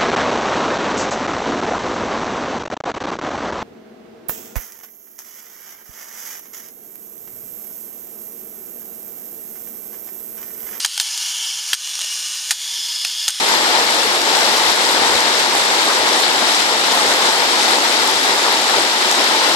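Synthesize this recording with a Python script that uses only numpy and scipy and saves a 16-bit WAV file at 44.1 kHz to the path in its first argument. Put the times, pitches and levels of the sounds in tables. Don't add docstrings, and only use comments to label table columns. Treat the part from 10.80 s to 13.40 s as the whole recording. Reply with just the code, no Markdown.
import sys
import numpy as np
from scipy import signal
from scipy.fft import rfft, irfft, next_fast_len
from scipy.io import wavfile
from scipy.ndimage import uniform_filter1d, minimum_filter1d

SR = 44100
rng = np.random.default_rng(int(sys.argv[2]) if len(sys.argv) > 2 else 0)


def persist_wave(psi):
    counts = np.round(np.clip(psi, -1, 1) * 32767).astype(np.int16)
    wavfile.write(sys.argv[1], SR, np.atleast_2d(counts).T)


N = 114660
T = np.arange(N) / SR
FFT_SIZE = next_fast_len(2 * N)
FREQ = np.maximum(np.arange(FFT_SIZE // 2 + 1) * SR / FFT_SIZE, 1)


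def undb(db):
    return 10 ** (np.asarray(db) / 20)


def unit(x):
    return x / np.sqrt(np.mean(x ** 2))


def through(x, response):
    return irfft(rfft(x, FFT_SIZE) * response, FFT_SIZE)[:N]


def resonance(hz, width):
    return 1 / (1 + 1j * (FREQ ** 2 - hz ** 2) / (FREQ * width))


def colour(points):
    hz, db = np.array(points).T
    magnitude = unit(undb(np.interp(np.log(FREQ), np.log(hz), db)))
    cepstrum = irfft(np.log(magnitude), FFT_SIZE)
    cepstrum[1:FFT_SIZE // 2] *= 2
    cepstrum[FFT_SIZE // 2 + 1:] = 0
    return np.exp(rfft(cepstrum))


def wander(rate):
    hold = int(SR / rate)
    steps = np.repeat(rng.standard_normal(N // hold + 1), hold)
    return unit(uniform_filter1d(steps, hold)[:N])


def impulses(times, sizes):
    return np.bincount(np.clip(times * SR, 0, N).astype(int), sizes, N + 1)[:N]


def burst(start, decay, rise=.00029):
    envelope, alive = np.zeros(N), (T > start) & (T < start + 10 * decay)
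    age = T[alive] - start
    envelope[alive] = (1 - np.exp(-age / rise)) * np.exp(-age / decay)
    return envelope


def ping(start, hz, decay):
    return np.sin(2 * np.pi * hz * (T - start)) * burst(start, decay)


# t/s, rotation rate/Hz
GOVERNOR_SPEED = [(0, 234), (.2, 241), (.42, 232), (.6, 220), (.9, 211), (.96, 243), (1.17, 230),
                  (1.3, 213), (1.68, 202), (1.8, 213), (2.05, 223), (2.3, 197), (2.6, 225)]
# phase/turns, relative level/dB
GOVERNOR_KNOCKS = [(.05, 5), (.39, 2.5), (0.658, 2)]
def governor_and_gears(jitter_s=.00013, teeth_per_s=4500, scatter_db=3.5, teeth_db=2, flutter_db=.62):
    turns = np.cumsum(np.interp(T, *np.array(GOVERNOR_SPEED).T)) / SR
    whole_turns = np.arange(int(turns[-1]))
    knocks = 0
    for phase, db in GOVERNOR_KNOCKS:
        lateness, polarity = rng.standard_normal((2, len(whole_turns)))
        times = np.interp(whole_turns + phase, turns, T) + jitter_s * lateness
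        knocks = knocks + impulses(times, np.sign(polarity) * undb(db))
    strength, polarity = rng.standard_normal((2, N))
    teeth = (rng.random(N) < teeth_per_s / SR) * np.sign(polarity) * undb(scatter_db * strength)
    chatter = unit(unit(knocks) + undb(teeth_db) * unit(teeth))
    return chatter * undb(flutter_db * wander(rate=25))


DRUM_SETTLES = [0, .19, .94, 1.71, 2.49]
def inner_echoes(x, decay_s=.006, echo_db=-9):
    out, place = 0, np.searchsorted(DRUM_SETTLES, T, side="right") - 1
    for k in range(len(DRUM_SETTLES)):
        echoes = rng.standard_normal(N) * np.exp(-T / decay_s)
        reflected = undb(echo_db) * rfft(echoes / np.linalg.norm(echoes), FFT_SIZE)
        out = out + through(x * (place == k), 1 + reflected)
    return unit(out)


# f/Hz, bandwidth/Hz, level/dB relative to the broad spectrum
SHELL_MODES = [(819, 16, 1), (935, 31, 2.5), (1224, 18, 0.5), (1481, 40, -0.5), (1718, 44, 0.5),
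               (4180, 72, -10.5), (4590, 110, -12.5), (5010, 58, 0), (6444, 126, -3.5), (6910, 100, -9),
               (8240, 250, -4), (9160, 220, -7.5), (11200, 53, -34), (12900, 130, -7)]
def shell(spectrum):
    modes = sum(undb(db) * resonance(hz, width) for hz, width, db in SHELL_MODES)
    return colour(spectrum) * (1 + modes)


# f/Hz, relative level/dB
WHIRR_SPECTRUM = [(100, -36.5), (400, -35), (600, -26.5), (820, -18), (1200, -15), (2100, -8.5), (2800, -3),
                  (4300, 0), (5600, -1), (7000, -1), (8500, -8.5), (9700, -5.5), (11500, -14),
                  (15300, -19.5)]
# f/Hz, bandwidth/Hz, skirt width/Hz, gain/dB
STRONG_MODES = [(2906, 116, 710, -2.5), (3118, 210, 1140, -3), (3373, 155, 2900, -3),
                (5150, 140, 2300, -3.5), (5680, 290, 1600, -3)]
# t/s, whirr level/dB, then level/dB of each strong mode before its gain
WHIRR_LEVELS = [(0, -25, -41, -59, -44, -36, -32), (0.072, -25.5, -42, -37, -48, -48, -46),
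                (.26, -24, -42, -28, -37, -44, -43), (.33, -25, -38, -43, -44, -31, -43),
                (.47, -23, -33, -32, -36, -43, -34), (0.601, -24.5, -31, -26, -41, -43, -39),
                (.73, -26, -38.5, -27.5, -43, -33.5, -33.5), (.9, -25.5, -41, -41, -42, -42, -38),
                (1.02, -25, -32.5, -40, -33, -46, -37), (1.15, -25, -40.5, -44, -32, -42, -29.5),
                (1.3, -24, -30, -48, -35.5, -30, -32), (1.42, -25.5, -37.5, -50, -39, -36, -32),
                (1.66, -26, -38, -47, -41, -38, -46), (1.8, -24.5, -48, -55, -30, -43, -42),
                (1.98, -24.5, -45, -34, -28, -27, -33), (2.15, -26, -39, -39, -32.5, -27.5, -51),
                (2.44, -25.5, -38, -37, -27, -28, -57), (2.6, -22.5, -49, -40, -27.5, -32, -38)]
# t/s, level/dB
RASP_LEVELS = [(0, -46), (1.6, -48), (2.0, -35), (2.3, -29.5), (2.6, -38)]
def clockwork(rasp_hz=4550, rasp_width_hz=1400):
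    drive = governor_and_gears()
    times, whirr_db, *mode_levels = np.array(WHIRR_LEVELS).T
    whirr = unit(through(inner_echoes(drive), shell(WHIRR_SPECTRUM)))
    out = whirr * undb(np.interp(T, times, whirr_db))
    for (hz, width, skirt, gain_db), levels in zip(STRONG_MODES, mode_levels):
        ring = through(drive, colour(WHIRR_SPECTRUM) * resonance(hz, width) * resonance(hz, skirt))
        out = out + unit(ring) * undb(gain_db + np.interp(T, times, levels))
    rasp = through(drive * rng.choice([-1., 1.], N), resonance(rasp_hz, rasp_width_hz) ** 3)
    return out + unit(rasp) * undb(np.interp(T, *np.array(RASP_LEVELS).T))


# f/Hz, rms level/dB
MAINS_HARMONICS = [(60, -100), (120, -73.5), (180, -78), (240, -71), (540, -72.5)]
# f/Hz, relative level/dB
AIR_SPECTRUM = [(25, -14), (60, -6), (150, -9), (320, 1.5), (700, -3.5), (3000, -12.5), (15000, -31)]
def hum_and_air(air_db=-66.5):
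    hum = sum(undb(db) * np.sin(2 * np.pi * (hz * T + rng.random())) for hz, db in MAINS_HARMONICS)
    air = unit(through(rng.standard_normal(N), colour(AIR_SPECTRUM)))
    return np.sqrt(2) * hum + undb(air_db) * air


# t/s, relative level/dB
SWEET_TICKS = [(.0025, -15), (.0042, -16), (.0168, -23), (.025, -31), (0.0333, -19), (0.2716, -20),
               (0.3767, -10), (1.0736, -14), (1.1006, -17.5), (1.154, -15.5), (1.192, -20), (1.1907, -14.5),
               (1.2086, -15), (1.2147, -13.5), (1.219, -15), (1.245, -15), (1.3274, -16.5), (1.339, -15.5)]
# f/Hz, relative level/dB
TICK_SPECTRUM = [(100, -47), (400, -20), (900, -10), (2000, -5.5), (3500, 1.5), (8000, 1.5), (15000, -18.5)]
def sweets(decay_s=.00097, gain_db=1.5):
    envelope = sum(undb(db) * burst(start, decay_s, rise=1 / SR) for start, db in SWEET_TICKS)
    return undb(gain_db) * through(envelope * rng.standard_normal(N), colour(TICK_SPECTRUM))


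# t/s, level/dB, crunch decay/s, body f/Hz, body level/dB,
# hollow knock level/dB, crunch tilt/(dB per octave)
DISPENSER_SNAPS = [(.0474, 2, 0.004, 3220, -6.5, -22, -1), (.0601, -3, 0.0013, 7070, -9, -29, 6),
                   (.1770, -6, 0.0027, 3260, -4, -24.5, -0.5), (.1990, -1.5, 0.0029, 4280, -4, -32, -0.5),
                   (.2085, -13, 0.009, 9600, -16, -20.5, 5), (.9313, -5.5, 0.0023, 1705, -1, -23, -0.5),
                   (0.9324, 3.5, 0.0034, 3246, -3.5, -39, -0.5), (0.9401, -5.5, 0.0055, 1460, -9, -38, 1.5),
                   (.9485, -5.5, 0.0015, 5050, -15, -39, 2), (1.7080, 0, 0.0039, 1790, -8, -25.5, 0),
                   (1.7136, -8.5, 0.0098, 6740, -5, -14, 1.5), (2.2488, -6.5, 0.0023, 2630, -7.5, -33, -2),
                   (2.4799, 3, 0.0035, 3400, -6, -27.5, -0.2), (2.4860, -2.5, 0.0023, 6600, -3.5, -29, 4),
                   (2.4931, -9.5, 0.0057, 1480, -10, -29, -1.5), (2.5042, -9.5, 0.0038, 6040, -9, -36, 2.5)]
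# f/Hz, relative level/dB
CRUNCH_SPECTRUM = [(60, -55), (300, -23), (550, -26.5), (800, -15.5), (1100, -9.5), (1600, -1.5),
                   (2200, -4.5), (3200, 3), (6200, 1), (9000, -2), (12000, -9.5), (15300, -17.5)]
def dispenser(gain_db=-1.5, hollow_hz=825, low_cut_hz=300):
    out, casing = 0, shell(CRUNCH_SPECTRUM)
    for start, db, decay, body_hz, body_db, hollow_db, tilt_db in DISPENSER_SNAPS:
        tilt = undb(tilt_db * np.log2(np.maximum(FREQ, 500) / 4500))
        crunch = unit(through(rng.choice([-1., 1.], N), casing * tilt)) * burst(start, decay)
        body = undb(body_db) * ping(start, body_hz, decay=.002)
        hollow = undb(hollow_db) * ping(start, hollow_hz, decay=.0046)
        out = out + undb(gain_db + db) * (crunch + 2 * (body + hollow))
    high_pass = 1 - 1 / (1 + 1j * FREQ / low_cut_hz)
    return through(out, high_pass ** 3)


# t/s, f/Hz, level/dB
SOFT_BUMPS = [(.862, 410, -56), (1.213, 620, -44), (1.243, 640, -43), (1.985, 330, -47)]
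def bumps():
    return sum(undb(db) * ping(start, hz, decay=.009) for start, hz, db in SOFT_BUMPS)


def room(x, t60_s=.066, level_db=-16.5):
    tail = rng.standard_normal(N) * burst(start=.0037, decay=t60_s / np.log(1000), rise=.0011)
    return undb(level_db) * through(x, rfft(tail / np.linalg.norm(tail), FFT_SIZE))


def scene():
    toy = clockwork() + sweets() + dispenser() + bumps()
    return np.tile(toy + room(toy) + hum_and_air(), (2, 1))


def record(dry, notch_hz=7895, threshold_db=-8.5, release_s=.16, ceiling=.97, top_hz=15200):
    x = through(dry[0], 1 - resonance(notch_hz, width=200))
    rms = np.sqrt(np.abs(uniform_filter1d(x ** 2, size=128)) + 1e-12)
    excess_db = np.maximum(20 * np.log10(rms) - threshold_db, 0)
    release = np.exp(-T / release_s)
    duck_db = np.maximum.accumulate(excess_db / release) * release
    x = x * undb(-uniform_filter1d(duck_db, size=160))
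    limiter_gain = minimum_filter1d(ceiling / np.maximum(np.abs(x), ceiling), size=48)
    x = x * uniform_filter1d(limiter_gain, size=48)
    low_pass = signal.ellip(8, .1, 60, top_hz, fs=SR, output="sos")
    return np.tile(signal.sosfiltfilt(low_pass, x), (2, 1))


dry = scene()
out = record(dry)
persist_wave(out)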